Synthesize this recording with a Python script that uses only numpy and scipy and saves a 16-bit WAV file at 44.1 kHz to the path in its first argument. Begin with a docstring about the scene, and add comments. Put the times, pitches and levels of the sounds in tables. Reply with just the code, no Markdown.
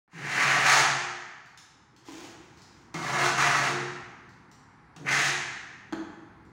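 """A notched steel trowel combs tile adhesive over a leaning stone slab: three strokes in a bare, echoing room.
Its teeth stick and slip on the stone, sand crunches under them, and slab and room drone together.
Between strokes it scoops from a plastic bucket and knocks on it; a shoe shuffles and the work ticks.
The microphone stands off in the room's echo, over a low rumble and a soft hush. The worker's body
shades the blade; bucket and slab arrive more directly. Both channels are alike."""
import sys
import numpy as np
from scipy import signal
from scipy.fft import rfft, irfft, next_fast_len
from scipy.io import wavfile
from scipy.ndimage import map_coordinates

SR = 44100
rng = np.random.default_rng(int(sys.argv[2]) if len(sys.argv) > 2 else 0)


def materialize(psi):
    """Save the field psi as 16-bit PCM at rate SR to the path in sys.argv[1].

    A 1-D psi becomes a single channel; in a 2-D psi each row is a channel.
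    """
    bounded = np.clip(np.atleast_2d(psi).T, -1, 1)
    quanta = np.round(bounded * 32767).astype(np.int16)
    wavfile.write(sys.argv[1], SR, quanta)


N = 287532

# the blade lands on the slab: t/s, clack/dB, thud/dB, crunch/dB
BLADE_LANDINGS = [(0.131, -47, -44, -65), (0.148, -57, -40, -78), (2.942, -27, -30.5, -34.5),
                  (3.379, -21, -42, -27), (4.963, -40.5, -40.5, -45)]
# sandy crunch, with a thin microphone resonance near 15 kHz: f/Hz, level/dB
CRUNCH_SPECTRUM = [(1500, -50), (2500, -2), (3200, -4.5), (4200, -3), (5100, -5.5), (6600, -3.5),
                   (8000, -13), (10000, -17.5), (13500, -34), (15300, -22)]
# spectrum of the trowel's clack on slab or bucket: f/Hz, level/dB
CLACK_SPECTRUM = [(80, -9.5), (300, 15), (580, -4.5), (900, 8.5), (1400, 4), (2200, -4.5), (2900, -14.5),
                  (3600, -14), (5000, -14), (7100, -18.5), (10000, -33), (15000, -41)]


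def pushing():
    """How hard the arm's pushes excite blade, stone and sand: each bites, then eases as it goes on."""
    # t/s, rise/s, length/s, blade level/dB, stone over blade/dB, sand over blade/dB, extra sand rise/s
    pushes = [(0.087, 0.28, 0.32, -26, -8.5, -9.5, 0.0022), (0.374, 0.032, 0.27, -19, -7, -11.5, 0.011),
              (0.616, 0.058, 0.19, -18.5, -3, -3.5, 0), (2.935, .012, 0.15, -43, 8, 1.5, 0.001),
              (2.994, 0.22, 0.29, -27, 2.5, -2.5, 0), (3.355, 0.028, 0.33, -22, -2.5, -8, 0.024),
              (5.041, 0.04, 0.25, -21.5, -9, -6.5, 0.046)]
    bite = dict(release=0.12, power=1.49)
    steel = stone = sand = 0
    for start, rise, length, db, stone_db, sand_db, gather in pushes:
        steel += amp(db) * swell(start, rise, length, sag_db_per_s=32.5, **bite)
        stone += amp(db + stone_db) * swell(start, rise, length, sag_db_per_s=21.5, **bite)
        # grains gather under the teeth, so the crunch swells for longer
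        sand += amp(db + sand_db) * swell(start, rise + gather, length, sag_db_per_s=16, **bite)
    return steel, stone, sand


def strokes(drag, steel, stone, crunch):
    """The teeth judder over the stone: stone and blade rasp, paste drags and sand is crushed."""
    # spectra of the stone, the steel blade and the stiff paste: f/Hz, level/dB
    stone_spectrum = [(400, -58.5), (560, -27), (660, -4.5), (720, 0.5), (850, 1), (1040, -1), (1150, -1),
                      (1330, 3), (1480, -11.5), (1800, -19.5), (2600, -49.5)]
    steel_spectrum = [(900, -56), (1400, -7.5), (1600, 2.5), (1830, 4), (2150, 1), (2500, -3), (2750, -6.5),
                      (3100, -12), (4400, -52.5)]
    paste_spectrum = [(40, -61), (85, -28), (125, 6.5), (160, 4.5), (200, -0.5), (300, 1), (440, 2),
                      (495, -6), (560, -12.5), (800, -7), (1500, -46.5)]
    judder = unit(amp(2.4 * wobble(130)))
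    teeth = judder * slips(rate=2200, spread_db=4.5)
    grains = judder * slips(rate=7000, spread_db=5)
    rasp = through(stone * teeth, colour(stone_spectrum))
    blade = amp(-0.5) * through(steel * teeth, colour(steel_spectrum))
    paste = amp(-7) * through(drag * slips(rate=980, spread_db=-1), colour(paste_spectrum))
    sand = amp(1) * through(crunch * grains, colour(CRUNCH_SPECTRUM))
    return rasp + blade + paste + sand


def landings():
    """The blade is set down on the coated slab with a gritty clack."""
    times, clack_db, _, crunch_db = np.transpose(BLADE_LANDINGS)
    clack = through(blows(times, clack_db, chatter=0.37, chatter_s=0.066), colour(CLACK_SPECTRUM))
    crunch = through(blows(times, crunch_db, chatter=0.44, chatter_s=0.056), colour(CRUNCH_SPECTRUM))
    return clack + crunch


def hollow_ring(stone):
    """The scraping keeps slab and room ringing, which makes the rasp hollow."""
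    # ringing pitches of the slab and the room together: f/Hz, width/Hz, level/dB
    pitches = [(437.5, 5.4, 7.5), (583, 8.5, 9), (705.4, 5, 14.5), (765, 25, -1), (772, 7, -4.5),
               (888, 13, -24.5), (1154, 5.1, 18.5), (1276, 6.2, 14.5), (1290, 12, -11), (1502, 4.8, 17),
               (1691, 16, 11.5), (1971, 12, 13.5), (2133, 50, 10), (2260, 13, -7), (2420, 10, -8.5),
               (2767, 3.3, 9.5)]
    return amp(-3.5) * through(stone * rng.standard_normal(N), ring(pitches))


def drone(drag):
    """The drag bows the slab's lowest mode; at times the scraping sets off a groan of slab and room."""
    # low groans of slab and room: t/s, length/s, level/dB
    groans = [(.33, 0.76, -51), (3.11, .11, -35), (3.62, 0.16, -36), (5.24, 0.035, -40.5)]
    groan = gestures(groans, rise=0.027, release=0.48)
    low = amp(-8.5) * driven_mode(drag, hz=138.4, t60=0.51, drift_hz=3.27, waver_db=1.8)
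    middle = driven_mode(groan, hz=357, t60=0.5, drift_hz=1.3, waver_db=1.2)
    high = amp(-10) * driven_mode(groan, hz=458, t60=0.3, drift_hz=2.5, waver_db=2.5)
    return low + middle + high


def slab_thuds():
    """Each landing of the blade sets the leaning slab swinging."""
    # modes of the struck slab: f/Hz, width/Hz, level/dB
    thud_modes = [(163.5, 3, 18), (200, 12, -24), (251, 3, -6)]
    times, _, thud_db, _ = np.transpose(BLADE_LANDINGS)
    return through(blows(times, thud_db, chatter=0), ring(thud_modes))


def bucket_and_shoe():
    """Wet adhesive squelches on the blade, the plastic wall booms when struck, and a shoe shuffles."""
    # the trowel digs in; then a faint shoe shuffle: t/s, length/s, level/dB
    moves = [(2.04, 0.23, -44.5), (2.35, .48, -62)]
    # spectrum of the squelch and the shuffle: f/Hz, level/dB
    rub_spectrum = [(150, -18.5), (350, 14.5), (560, -2.5), (780, 8), (1100, 0), (2500, 0), (4000, -4.5),
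                    (6600, -2.5), (8500, -13), (13000, -27.5), (15300, -17)]
    # blows on the bucket: t/s, wall/dB, clack/dB
    knocks = [(1.937, -59, -81), (2.085, -40, -42), (2.128, -47, -66), (2.169, -43, -59), (2.247, -43, -60),
              (2.326, -45, -73), (5.9248, -26, -30), (5.931, -31.5, -27.5)]
    # modes of the plastic wall: f/Hz, width/Hz, level/dB
    wall_modes = [(183.5, 3.6, -4), (328, 12, 13), (344, 35, 4.5), (425, 27, -13.5), (960, 20, -21),
                  (3300, 39, -9.5)]
    times, wall_db, clack_db = np.transpose(knocks)
    moving = gestures(moves, rise=0.049, release=0.31)
    rub = through(moving * slips(rate=2500, spread_db=4), colour(rub_spectrum))
    wall = through(blows(times, wall_db, chatter=0.005), ring(wall_modes))
    clack = through(blows(times, clack_db, chatter=0.33, chatter_s=0.02), colour(CLACK_SPECTRUM))
    return rub + wall + clack


def ticks():
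    """Short bright ticks with no ring of their own."""
    # ticks from the work: t/s, level/dB
    work_ticks = [(1.459, -52), (1.575, -40), (1.581, -81), (1.964, -50), (2.574, -49.5), (2.619, -46.5),
                  (4.291, -54), (4.515, -48), (6.146, -69), (6.452, -61.5)]
    # spectrum of a tick: f/Hz, level/dB
    tick_spectrum = [(600, -15), (2000, -3), (3300, 1), (4500, 5.5), (7200, 1), (8500, -10), (12000, -17.5),
                     (15300, -15.5)]
    times, db = np.transpose(work_ticks)
    return through(blows(times, db, chatter=0.25), colour(tick_spectrum))


def room(x, standing_scale):
    """Bare plaster walls: fixed standing waves in the bass, an ever-changing diffuse echo higher up."""
    # reverberation time: f/Hz, t60/s
    decay_times = [(100, 1.67), (300, 1.14), (700, 1.207), (1800, 1.374), (4000, 1.01), (6500, 0.97),
                   (9000, 0.76), (13000, 0.4)]
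    # standing waves: f/Hz, share of the echo's energy
    standing_shares = [(500, .9), (900, .8), (2000, .66), (5000, .45)]
    hz, t, sound = signal.stft(x, SR, nperseg=256)
    t = t[t < 1.4]
    decay = amp(-60 * t / along(decay_times, hz)[:, None])
    decay[:, 0] = 0  # the first reflection needs a moment to arrive
    decay /= np.linalg.norm(decay[np.searchsorted(hz, 1000)])
    share = np.clip(standing_scale * along(standing_shares, hz), 0, 1)[:, None]
    tail_noise, wash = signal.stft(rng.standard_normal((2, N)), nperseg=256)[2]
    # standing waves answer every sound alike, so their pitches stay
    tail = signal.istft(tail_noise[:, :len(t)] * decay * np.sqrt(share), nperseg=256)[1]
    standing = through(x, tail) / np.sqrt(SR * t[1])
    # the diffuse part keeps only the energy of the sound, band by band
    energy = signal.fftconvolve(np.abs(sound) ** 2, decay ** 2 * (1 - share), axes=1)
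    envelope = np.sqrt(np.abs(energy[:, :sound.shape[1]]))
    diffuse = signal.istft(wash / np.std(wash) * envelope, nperseg=256)[1]
    return standing + np.pad(diffuse, (128, 0))[:N]


def background():
    """Room tone: a low uneven rumble and a soft midrange hush, both coming up over the first seconds."""
    # course of the rumble: t/s, level/dB
    rumble_levels = [(0, -86), (1.5, -67.5), (2.5, -59), (4.3, -56.5), (4.8, -61.5), (6.5, -56)]
    # spectra of the rumble and the hush: f/Hz, level/dB
    rumble_spectrum = [(20, -44.5), (45, -31), (62, 2.5), (80, -6.5), (110, 2), (200, -3), (330, -6),
                       (520, -18.5), (900, -56)]
    hush_spectrum = [(300, 7.5), (600, -5), (850, 9), (1400, 5), (2100, 0.5), (2900, -15.5), (5000, -17),
                     (6800, -30), (10000, -28), (15000, -98)]
    t = np.arange(N) / SR
    rumble_db = np.interp(t, *np.transpose(rumble_levels))
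    hush_db = -58 - 11 * np.maximum(1 - t / 3.1, 0)
    rumble = amp(rumble_db + 0.6 * wobble(9)) * through(rng.standard_normal(N), colour(rumble_spectrum))
    hush = amp(hush_db + 0.31 * wobble(4.3)) * through(rng.standard_normal(N), colour(hush_spectrum))
    return rumble + hush


def driven_mode(drive, hz, t60, drift_hz, waver_db):
    """A mode kept going by the scraping: it follows the drive, wavers and rings out."""
    keep = amp(-60 / (t60 * SR))
    swing = signal.lfilter([1 - keep], [1, -keep], drive)
    phase = 2 * np.pi * np.cumsum(hz + drift_hz * wobble(11)) / SR
    return swing * unit(amp(waver_db * wobble(22)) * np.sin(phase))


def slips(rate, spread_db):
    """Tiny random jolts of scattered sizes, about rate a second, rms 1."""
    happens = rng.random(N) < rate / SR
    direction = np.sign(rng.standard_normal(N))
    size = amp(spread_db * np.clip(rng.standard_normal(N), -2, 2))
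    return unit(happens * direction * size)


def blows(times, levels_db, chatter, chatter_s=0.031):
    """Contact forces: a push and a brief dying chatter; the level is the rms over 10 ms."""
    force, t = np.zeros(N + SR), np.arange(SR // 10) / SR
    for start, db in zip(times, levels_db):
        pulse = chatter * rng.standard_normal(len(t)) * amp(-60 * t / chatter_s)
        pulse[0] = 1
        force[round(start * SR):][:len(t)] += amp(db) * pulse / np.linalg.norm(pulse) * np.sqrt(SR / 100)
    return force[:N]


def swell(start, rise, length, release, power=1, sag_db_per_s=0):
    """Gain of one gesture: it rises, holds or sags, then falls 60 dB over the release; times in s."""
    t = np.maximum(np.arange(N) / SR - start, 0)
    fall_db = sag_db_per_s * np.maximum(t - rise, 0) + 60 * np.maximum(t - length, 0) / release
    return np.minimum(t / rise, 1) ** power * amp(-fall_db)


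def gestures(rows, rise, release):
    """Summed gain of gestures that share one shape."""
    return sum(amp(db) * swell(start, rise, length, release) for start, length, db in rows)


def ring(modes):
    """Impulse response of energy 1 of damped modes, each swelling over its first cycle."""
    t = np.arange(SR // 2) / SR
    response = 0
    for hz, width, db in modes:
        envelope = np.exp(-np.pi * width * t) * (1 - np.exp(-2 * hz * t))
        response += amp(db) * width * envelope * np.sin(2 * np.pi * hz * t)
    return response / np.linalg.norm(response)


def colour(points):
    """Minimum-phase impulse response of energy 1 with the given spectral shape."""
    size = 16384
    db = np.maximum(along(points, np.fft.rfftfreq(size, 1 / SR)), -120)
    cepstrum = irfft(np.log(amp(db)))
    cepstrum[1:size // 2] *= 2
    cepstrum[size // 2 + 1:] = 0
    response = irfft(np.exp(rfft(cepstrum)))
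    return response / np.linalg.norm(response)


def through(x, response):
    """Pass a signal through an impulse response."""
    return signal.fftconvolve(x, response)[:N]


def wobble(rate):
    """A smooth random curve, rate knots a second."""
    return map_coordinates(rng.standard_normal(int(N * rate / SR) + 4), [np.arange(N) * rate / SR])


def along(points, hz):
    """Read (f/Hz, value) points on a log axis."""
    freqs, values = np.transpose(points)
    return np.interp(np.log(hz + 1), np.log(freqs), values)


def amp(db):
    """Decibels to gain."""
    return 10 ** (np.asarray(db) / 20)


def unit(x):
    """Scale to rms 1."""
    return x / np.sqrt(np.mean(x ** 2) + 1e-20)


def scene():
    """At the microphone: the blade shaded by the worker, the bucket and the wide slab more direct."""
    # the blade lies in the paste, once per stroke: t/s, length/s, level/dB
    contacts = [(0.14, 0.68, -34), (2.945, 0.84, -33), (4.97, 0.28, -34)]
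    drag = gestures(contacts, rise=0.04, release=0.4)
    steel, stone, crunch = pushing()
    blade = strokes(drag, steel, stone, crunch) + landings()
    ticking, handling = ticks(), bucket_and_shoe()
    direct = amp(-8.5) * blade + amp(-12) * ticking + amp(-5.5) * handling
    echo = room(blade + handling, standing_scale=1) + room(ticking, standing_scale=0.1)
    mono = direct + amp(-3) * echo + hollow_ring(stone) + drone(drag) + slab_thuds() + background()
    return np.array([mono, mono])


def record(dry):
    """The microphone opens just after the start, drops the deep bass and cuts off the top treble."""
    open_s, low_cut_hz, top_hz = 0.078, 52, 15800
    opened = dry * (np.arange(N) / SR >= open_s)
    lean = signal.sosfilt(signal.butter(2, low_cut_hz, "highpass", fs=SR, output="sos"), opened)
    size = next_fast_len(N + SR // 2)
    passband = np.fft.rfftfreq(size, 1 / SR) < top_hz
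    return irfft(rfft(lean, size) * passband, size)[:, :N]


dry = scene()
out = record(dry)
materialize(out)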